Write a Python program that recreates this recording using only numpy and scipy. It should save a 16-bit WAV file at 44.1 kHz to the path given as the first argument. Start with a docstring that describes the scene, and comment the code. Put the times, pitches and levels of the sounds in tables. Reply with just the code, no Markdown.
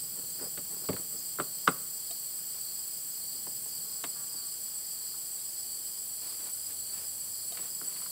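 """Dusk on a lawn, heard through one microphone. From the start, crickets and katydids scrape their
wings in the hedge, over evening air and a far road; thin peeps come now and then from the trees.
A man swings open the lid of a plastic battery box on a trailer: the hinge rubs and the box knocks.
Then a hose fitting snaps, his clothes and shoes rustle, and the hose creaks faintly as he twists it.
Near the end a low hum passes far away, followed by a few more snaps and knocks."""
import sys
import numpy as np
from scipy import signal
from scipy.fft import rfft, irfft, next_fast_len
from scipy.io import wavfile

SR = 44100
rng = np.random.default_rng(int(sys.argv[2]) if len(sys.argv) > 2 else 0)


def pcm_store(signal):
    """Save signal as 16-bit PCM."""
    levels = np.round(np.clip(np.atleast_2d(signal), -1, 1) * 32767)
    wavfile.write(sys.argv[1], SR, levels.astype(np.int16).T)


N = 357651
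TIME = np.arange(N) / SR


def gain_of(db):
    return 10 ** (np.asarray(db) / 20)


def unit_power(x):
    return x / np.sqrt(np.mean(x ** 2) + 1e-20)


def add(mix, start_s, sound):
    part = mix[max(round(start_s * SR), 0):][:len(sound)]
    part += sound[:len(part)]


def sine(hz):
    """A tone that follows a changing pitch."""
    return np.sin(2 * np.pi * np.cumsum(hz) / SR)


def noise(spectrum):
    """Noise of unit power, shaped by rows of pitch_hz, relative_db."""
    size = next_fast_len(N)
    hz, db = np.transpose(spectrum)
    shape = gain_of(np.interp(np.log(np.fft.rfftfreq(size, 1 / SR) + 1), np.log(hz), db))
    return unit_power(irfft(rfft(rng.standard_normal(size)) * shape, size)[:N])


def wander(per_s):
    """A random drift that heads for a new value per_s times a second."""
    return np.interp(TIME * per_s, np.arange(2048), rng.standard_normal(2048))


def band(x, low_hz, high_hz, order=2):
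    return signal.sosfilt(signal.butter(order, [low_hz, high_hz], "band", fs=SR, output="sos"), x)


def hedge(x, tail_s, tail_db):
    """Leaves and trunks scatter a sound into a short tail that fades by 60 dB in tail_s."""
    t = TIME[:SR // 2]
    tail = rng.standard_normal(len(t)) * gain_of(-60 * t / tail_s)
    return x + gain_of(tail_db) * signal.oaconvolve(x, tail / np.linalg.norm(tail))[:N]


def evening_air(level_db=-44.5):
    """A steady hiss: the air and the blur of the farthest insects."""
    # the tone of the hiss: pitch_hz, relative_db
    spectrum = [(25, -30), (60, -4.5), (150, -3), (450, -4.5), (1200, -8), (2500, -10.5), (3800, -10.5),
                (4500, 4), (5600, -4.5), (6600, -8.5), (7600, 13), (9300, 3), (10500, -8.5), (16000, -28)]
    return gain_of(level_db) * noise(spectrum)


def traffic(road_db=-73.5):
    """A far road rumbles, swelling as each vehicle goes by."""
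    # passing vehicles: nearest_s, swell_s, level_db
    passes = [(0.1, 1.35, -59.5), (3.65, 0.72, -63.5), (8.2, 0.76, -64.5)]
    power = gain_of(road_db) ** 2
    for nearest_s, swell_s, db in passes:
        power += gain_of(db) ** 2 * np.exp(-((TIME - nearest_s) / swell_s) ** 2)
    rumble = noise([(50, -18), (110, -3.5), (160, 4), (230, -6), (500, -11), (2000, -42.5)])
    return np.sqrt(power) * rumble


def wing_strokes(cycles, top_hz, fall_hz, share):
    """A scraper slows along the wing's ridges for a share of each cycle, so each note falls."""
    progress = np.minimum(cycles % 1 / share, 1)
    swell = np.minimum(2 * np.sin(np.pi * progress), 1)
    return swell * sine(top_hz - fall_hz * progress), progress


def chirp_count(first_s, start_per_s, end_per_s):
    """Chirps sung so far by a cricket whose pace changes evenly."""
    return np.cumsum(np.linspace(start_per_s, end_per_s, N)) / SR - first_s * start_per_s


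def near_cricket(chirps, top_hz, fall_hz, share, start_db, end_db):
    """A cricket scrapes its wings close by; each chirp flutters, falls and fades."""
    notes, progress = wing_strokes(chirps, top_hz + 55 * wander(220), fall_hz, share)
    notes *= gain_of(3 * wander(110) - 9 * progress)
    return gain_of(np.linspace(start_db, end_db, N)) * unit_power(hedge(notes, tail_s=.075, tail_db=0))


def chirp_swells(chirps, share):
    """The loudness rises, holds and falls around each whole count of chirps."""
    distance = np.abs((chirps + .5) % 1 - .5)
    return unit_power(np.clip(2 - 4 * distance / share, 0, 1))


def field_cricket(swell, top_hz, fall_hz=700):
    """Each chirp is a swell of a few wing strokes, each a falling note."""
    cycles = TIME * 22 * rng.uniform(.8, 1.2) + .4 * wander(4)
    notes, progress = wing_strokes(cycles, top_hz + 25 * wander(60), fall_hz * (cycles % 1 + .3), .72)
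    return swell * unit_power(notes * gain_of(2 * wander(20) - 5 * progress ** 2))


def field_crickets(crowd_size=6):
    """Three crickets keep their own paces, a nearer one chirps unevenly, and a crowd sings behind."""
    # the three crickets: first_chirp_middle_s, start_chirps_per_s, end_chirps_per_s, top_pitch_hz
    singers = [(.055, 2.588, 2.588, 5110), (.385, 2.17, 3.03, 5080), (.31, 1.685, 1.685, 4720)]
    # the nearer one's chirps: middle_s, relative_db
    lone_chirps = [(.35, -54), (.88, -51), (2.68, -48.5), (3.27, -46), (3.75, -48), (4.38, -47),
                   (4.92, -49), (5.72, -47), (6.34, -51), (6.93, -50), (7.95, -48.5)]
    out, lone_swell, chirp_s = np.zeros(N), np.zeros(N), .16
    for *pace, top_hz in singers:
        out += gain_of(-56.5) * field_cricket(chirp_swells(chirp_count(*pace), share=.45), top_hz)
    one_swell = signal.windows.tukey(round(chirp_s * SR), .7)
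    for middle_s, db in lone_chirps:
        add(lone_swell, middle_s - chirp_s / 2, gain_of(db) * one_swell)
    out += field_cricket(lone_swell, top_hz=4740, fall_hz=329.3)
    for k in range(crowd_size):
        swell = chirp_swells(TIME * rng.uniform(2.2, 3.4) + rng.random(), share=1.15)
        song = field_cricket(swell, top_hz=4998 - 330 * k / crowd_size)
        out += gain_of(-51) / np.sqrt(crowd_size) * song
    return hedge(out, tail_s=.2, tail_db=-2) / np.sqrt(2)


def buzz(strokes_per_s, sharpness):
    """The swell of each wing stroke in a katydid's buzz."""
    cycles = TIME * strokes_per_s + .0514 * wander(1.1)
    return unit_power(np.exp(sharpness * np.cos(2 * np.pi * cycles)))


def katydids(conehead_db=-47, meadow_db=-48, stop_s=3.97):
    """Two conehead katydids buzz their wings without pause; a meadow katydid whirrs and stops."""
    # the rasp of each kind's wings: pitch_hz, relative_db
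    conehead_rasp = [(7000, -41), (9000, -4.5), (10500, -5.5), (12000, 1.5), (13200, 3.5), (14400, 6),
                     (15600, 2), (16500, -32)]
    meadow_rasp = [(9000, -45), (11500, -5), (13000, -1), (14600, 3.5), (15600, 6), (16500, -17)]
    coneheads = noise(conehead_rasp) * buzz(177.8, .25) + noise(conehead_rasp) * buzz(184.1, .27)
    meadow = noise(meadow_rasp) * buzz(30.9, .96) * np.clip((stop_s - TIME) / .02, 0, 1)
    return gain_of(conehead_db) * coneheads + gain_of(meadow_db) * meadow


def choir(hz, spread_hz, fall_hz, strokes_per_s, count):
    """Several trilling crickets, each with its own pitch and pace."""
    out = np.zeros(N)
    for offset in np.linspace(-1, 1, count):
        cycles = TIME * strokes_per_s * rng.uniform(.8, 1.2) + rng.random() + .3 * wander(12)
        top_hz = hz + offset * spread_hz + fall_hz / 2 + 45 * wander(60)
        notes, _ = wing_strokes(cycles, top_hz, fall_hz, share=.7)
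        out += notes / (1 + offset ** 2)
    return unit_power(hedge(out, tail_s=.4, tail_db=-2))


def far_crickets():
    """Five choirs of far crickets blend into a steady ringing."""
    # choirs: pitch_hz, spread_hz, fall_per_stroke_hz, typical_strokes_per_s, level_db
    choirs = [(3090, 30, 120, 48, -69), (3324, 40, 100, 55, -69.5), (5990, 220, 260, 40, -64),
              (7833, 250, 450, 42, -45.5), (9090, 480, 650, 46, -48.5)]
    return sum(gain_of(db) * choir(*song, count=6) for *song, db in choirs)


def high_trill():
    """Two crickets trill very high and grow louder."""
    # the trill's loudness: time_s, level_db
    levels = [(0, -61), (4.4, -57.5), (5.2, -54.5), (6.5, -50.5), (8.11, -50)]
    swell = gain_of(np.interp(TIME, *np.transpose(levels)))
    return swell * choir(hz=9850, spread_hz=40, fall_hz=220, strokes_per_s=60, count=2)


def friction(rubs, spectrum, grain_db):
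    """Strokes of uneven, grainy rubbing, from two places of contact."""
    swell = np.zeros(N)
    for start_s, length_s, db in rubs:
        add(swell, start_s, gain_of(db) * signal.windows.tukey(round(length_s * SR), .7))
    contacts = [noise(spectrum) * gain_of(grain_db * np.tanh(wander(170))) for _ in range(2)]
    return swell * unit_power(sum(contacts))


def hinge():
    """The lid rubs on its hinge as it swings."""
    # rubs: start_s, length_s, level_db
    rubs = [(0.14, 0.13, -55), (0.37, 0.13, -48.5), (0.68, .12, -53.5), (0.79, 0.086, -53),
            (0.93, 0.1, -51.5), (1.10, 0.085, -57.5)]
    spectrum = [(50, -22), (170, -4), (300, -2), (450, .5), (750, -10.5), (1500, -12.5),
                (5000, -40), (12000, -50)]
    return friction(rubs, spectrum, grain_db=8)


def peeps(length_s=.053, rise_hz=780):
    """Short rising notes from deep in the trees."""
    # thin peeps: start_s, start_pitch_hz, level_db
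    notes = [(0.28, 6200, -57), (1.17, 6200, -54), (2.97, 6300, -58), (3.10, 6200, -58), (3.31, 3400, -66),
             (3.665, 6260, -55), (5.37, 3500, -57), (5.499, 6250, -57)]
    out, size = np.zeros(N), round(length_s * SR)
    for start_s, hz, db in notes:
        add(out, start_s, gain_of(db) * np.hanning(size) * sine(hz + np.linspace(0, rise_hz, size)))
    return hedge(out, tail_s=.13, tail_db=0)


def box_knocks(lid_rise_s=.0011, wall_rise_s=.0034, echo_s=.0088):
    """The stiff lid clacks and rattles, its edge ticks, and the hollow walls answer with a thud."""
    # blows on the box: start_s, thud_db, clack_db, clack_pitch_hz, tick_db
    blows = [(0.399, -40, -47, 1390, -48), (0.574, -35.5, -36.5, 1480, -33), (0.888, -18.5, -28, 1140, -31),
             (0.931, -32.5, -62, 1400, -34.5), (0.965, -46, -40, 1380, -39),
             (1.3865, -30.5, -28, 1350, -52), (1.399, -26, -19.5, 1305, -31), (1.6737, -52, -21, 1310, -65),
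             (1.6772, -19, -7.5, 1347, -18), (3.469, -40.5, -39, 980, -46), (3.660, -50, -46, 845, -49),
             (4.040, -38, -32, 1120, -26.5), (4.344, -49.5, -49, 990, -65), (5.142, -65, -45.5, 1220, -70),
             (7.572, -58, -57, 1500, -33), (7.592, -46, -45, 990, -46), (7.814, -40, -36.5, 1370, -60),
             (7.963, -65, -63, 1400, -39), (8.019, -68, -41.5, 1240, -60), (8.061, -60, -41, 1310, -61)]
    # the notes the hollow box rings at: pitch_hz, relative_db, ring_s (time to fade by 60 dB)
    box_notes = [(72, -25.5, 0.17), (102, -17.5, 0.11), (118.5, -15, 0.12), (150.5, -7, 0.17),
                 (183, -5, 0.16), (253.5, -1.5, 0.075), (272.7, -1, 0.1), (332, -5, 0.094),
                 (394, -4.5, 0.096), (451, -2.5, 0.089), (579, -3, 0.069), (722, -11.5, 0.084),
                 (806, -20.5, 0.085)]
    t = TIME[:SR // 3]
    rings = np.array([(-1) ** k * gain_of(db - 60 * t / ring_s) * np.sin(2 * np.pi * hz * t)
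                      for k, (hz, db, ring_s) in enumerate(box_notes)])
    is_deep = np.array(box_notes)[:, 0] < 135
    clack_swell = (t / lid_rise_s) ** 2 * np.exp(2 - 2 * t / lid_rise_s)
    body, lid = np.zeros(N), np.zeros(N)
    for start_s, thud_db, clack_db, hz, tick_db in blows:
        lid_noise, edge_noise, box_noise = rng.standard_normal((3, len(t)))
        walls = gain_of(-7 + .54 * (thud_db - clack_db) * is_deep) @ rings  # dull blows rock the box
        shudder = unit_power(band(box_noise, 122, 590)) * gain_of(-8 - 60 * t / .11)
        add(body, start_s, gain_of(thud_db) * (walls + shudder) * (1 - np.exp(-t / wall_rise_s)))
        clack = clack_swell * (np.sin(2 * np.pi * hz * t) + .2 * np.sin(2 * np.pi * 1.5 * hz * t))
        panel = band(lid_noise, .76 * hz, 1.03 * hz) + .2 * band(box_noise, 1.3 * hz, 1.55 * hz)
        rattle = unit_power(panel) * gain_of(-14 - 60 * t / .084) * (1 - np.exp(-t / .0023))
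        tick = .5 * unit_power(band(edge_noise, 1500, 6500)) * np.exp(-t / .0014)
        tick_tail = unit_power(band(edge_noise, 1100, 3760, order=3)) * gain_of(-10 - 60 * t / .06)
        add(lid, start_s, gain_of(clack_db) * (clack + rattle) + gain_of(tick_db) * (tick + tick_tail))
        add(lid, start_s + echo_s, gain_of(clack_db - 15) * clack)  # a quick echo off the ground
    return hedge(body, tail_s=.66, tail_db=-17.5) + hedge(lid, tail_s=.41, tail_db=-18)


def fitting_snaps(bounce_s=.00492, bounce_db=-4):
    """The hose fitting seats with a hollow snap and bounces once."""
    # snaps: start_s, level_db
    snaps = [(2.109, -46), (4.039, -42.5), (7.522, -46.5), (7.570, -56.5)]
    # the notes the fitting rings at: pitch_hz, relative_db, ring_s (time to fade by 60 dB)
    notes = [(483, -9, 0.092), (684, 1.5, 0.057), (1220, -10.5, 0.063), (3140, 2.5, 0.03),
             (3790, 3.5, 0.033), (5340, -2, 0.025), (6500, -1, .02)]
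    t, out = TIME[:SR // 6], np.zeros(N)
    ring = sum(gain_of(db - 60 * t / ring_s) * np.sin(2 * np.pi * hz * t) for hz, db, ring_s in notes)
    for start_s, db in snaps:
        add(out, start_s, gain_of(db) * ring)
        add(out, start_s + bounce_s, gain_of(db + bounce_db) * band(ring, 820, 8000))
    return out


def clothes():
    """Clothes and shoes brush the grass."""
    # rustles: start_s, length_s, level_db
    rustles = [(2.52, 0.098, -57), (6.17, 0.23, -54.5), (6.36, 0.18, -54.5), (6.66, .1, -55),
               (6.88, 0.21, -54.5), (7.48, 0.25, -55), (7.78, 0.37, -56.5)]
    spectrum = [(50, -32), (300, 5), (1200, 3.5), (3500, 0), (8000, -1.5), (15000, -20)]
    return friction(rustles, spectrum, grain_db=4.5)


def hose_creak(sag_hz=6.2):
    """Rubber sticks and slips so fast that it makes a thin note, which sags in each twist."""
    # twists of the hose: start_s, length_s, start_slips_per_s, level_db
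    twists = [(3.802, 0.29, 220, -67.5), (4.135, 0.13, 237, -60), (4.269, 0.25, 236, -65),
              (4.519, 0.62, 260, -72.5)]
    # the creak's overtones: multiple_of_slip_rate, relative_db
    overtones = [(2, -6), (3, -9), (4, -3), (5, 0), (6, -1), (7, -3), (8, -9)]
    out = np.zeros(N)
    for start_s, length_s, start_hz, level_db in twists:
        size = round(length_s * SR)
        slip_hz = (start_hz - np.linspace(0, sag_hz, size)) * (1 + .003 * wander(23)[:size])
        slips = np.cumsum(slip_hz) / SR
        tone = unit_power(sum(gain_of(db) * np.cos(2 * np.pi * k * slips) for k, db in overtones))
        add(out, start_s, gain_of(level_db) * tone * signal.windows.tukey(size, .4))
    return hedge(out, tail_s=.25, tail_db=-14)


def far_hum(pitch_hz=91.5, peak_db=-67, peak_s=6.95):
    """A low hum swells and fades in the distance."""
    swell = np.exp(-((TIME - peak_s) / .8) ** 2)
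    return gain_of(peak_db) * swell * unit_power(sine(pitch_hz + wander(8)))


def scene():
    """Insects, evening air and the work at the trailer, all at one microphone."""
    # two near crickets drift in and out of step; the higher one fades as the lower one grows
    insects = near_cricket(chirp_count(first_s=-.005, start_per_s=7.22, end_per_s=7.08),
                           top_hz=8295, fall_hz=720, share=.66, start_db=-47.5, end_db=-51.5)
    insects += near_cricket(chirp_count(first_s=.027, start_per_s=7.398, end_per_s=7.398),
                            top_hz=7975, fall_hz=380, share=.54, start_db=-53, end_db=-45)
    insects += field_crickets() + katydids() + far_crickets() + high_trill()
    background = evening_air() + traffic() + peeps() + far_hum()
    work = hinge() + box_knocks() + fitting_snaps() + clothes() + hose_creak()
    mono = insects + background + work
    return np.array([mono, mono])


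def record(dry, top_hz=15780):
    """The recorder cuts off the highest treble."""
    low_pass = signal.firwin(1023, top_hz, window=("kaiser", 9), fs=SR)
    return signal.oaconvolve(dry, low_pass[None], "same", axes=1)


dry = scene()
out = record(dry)
pcm_store(out)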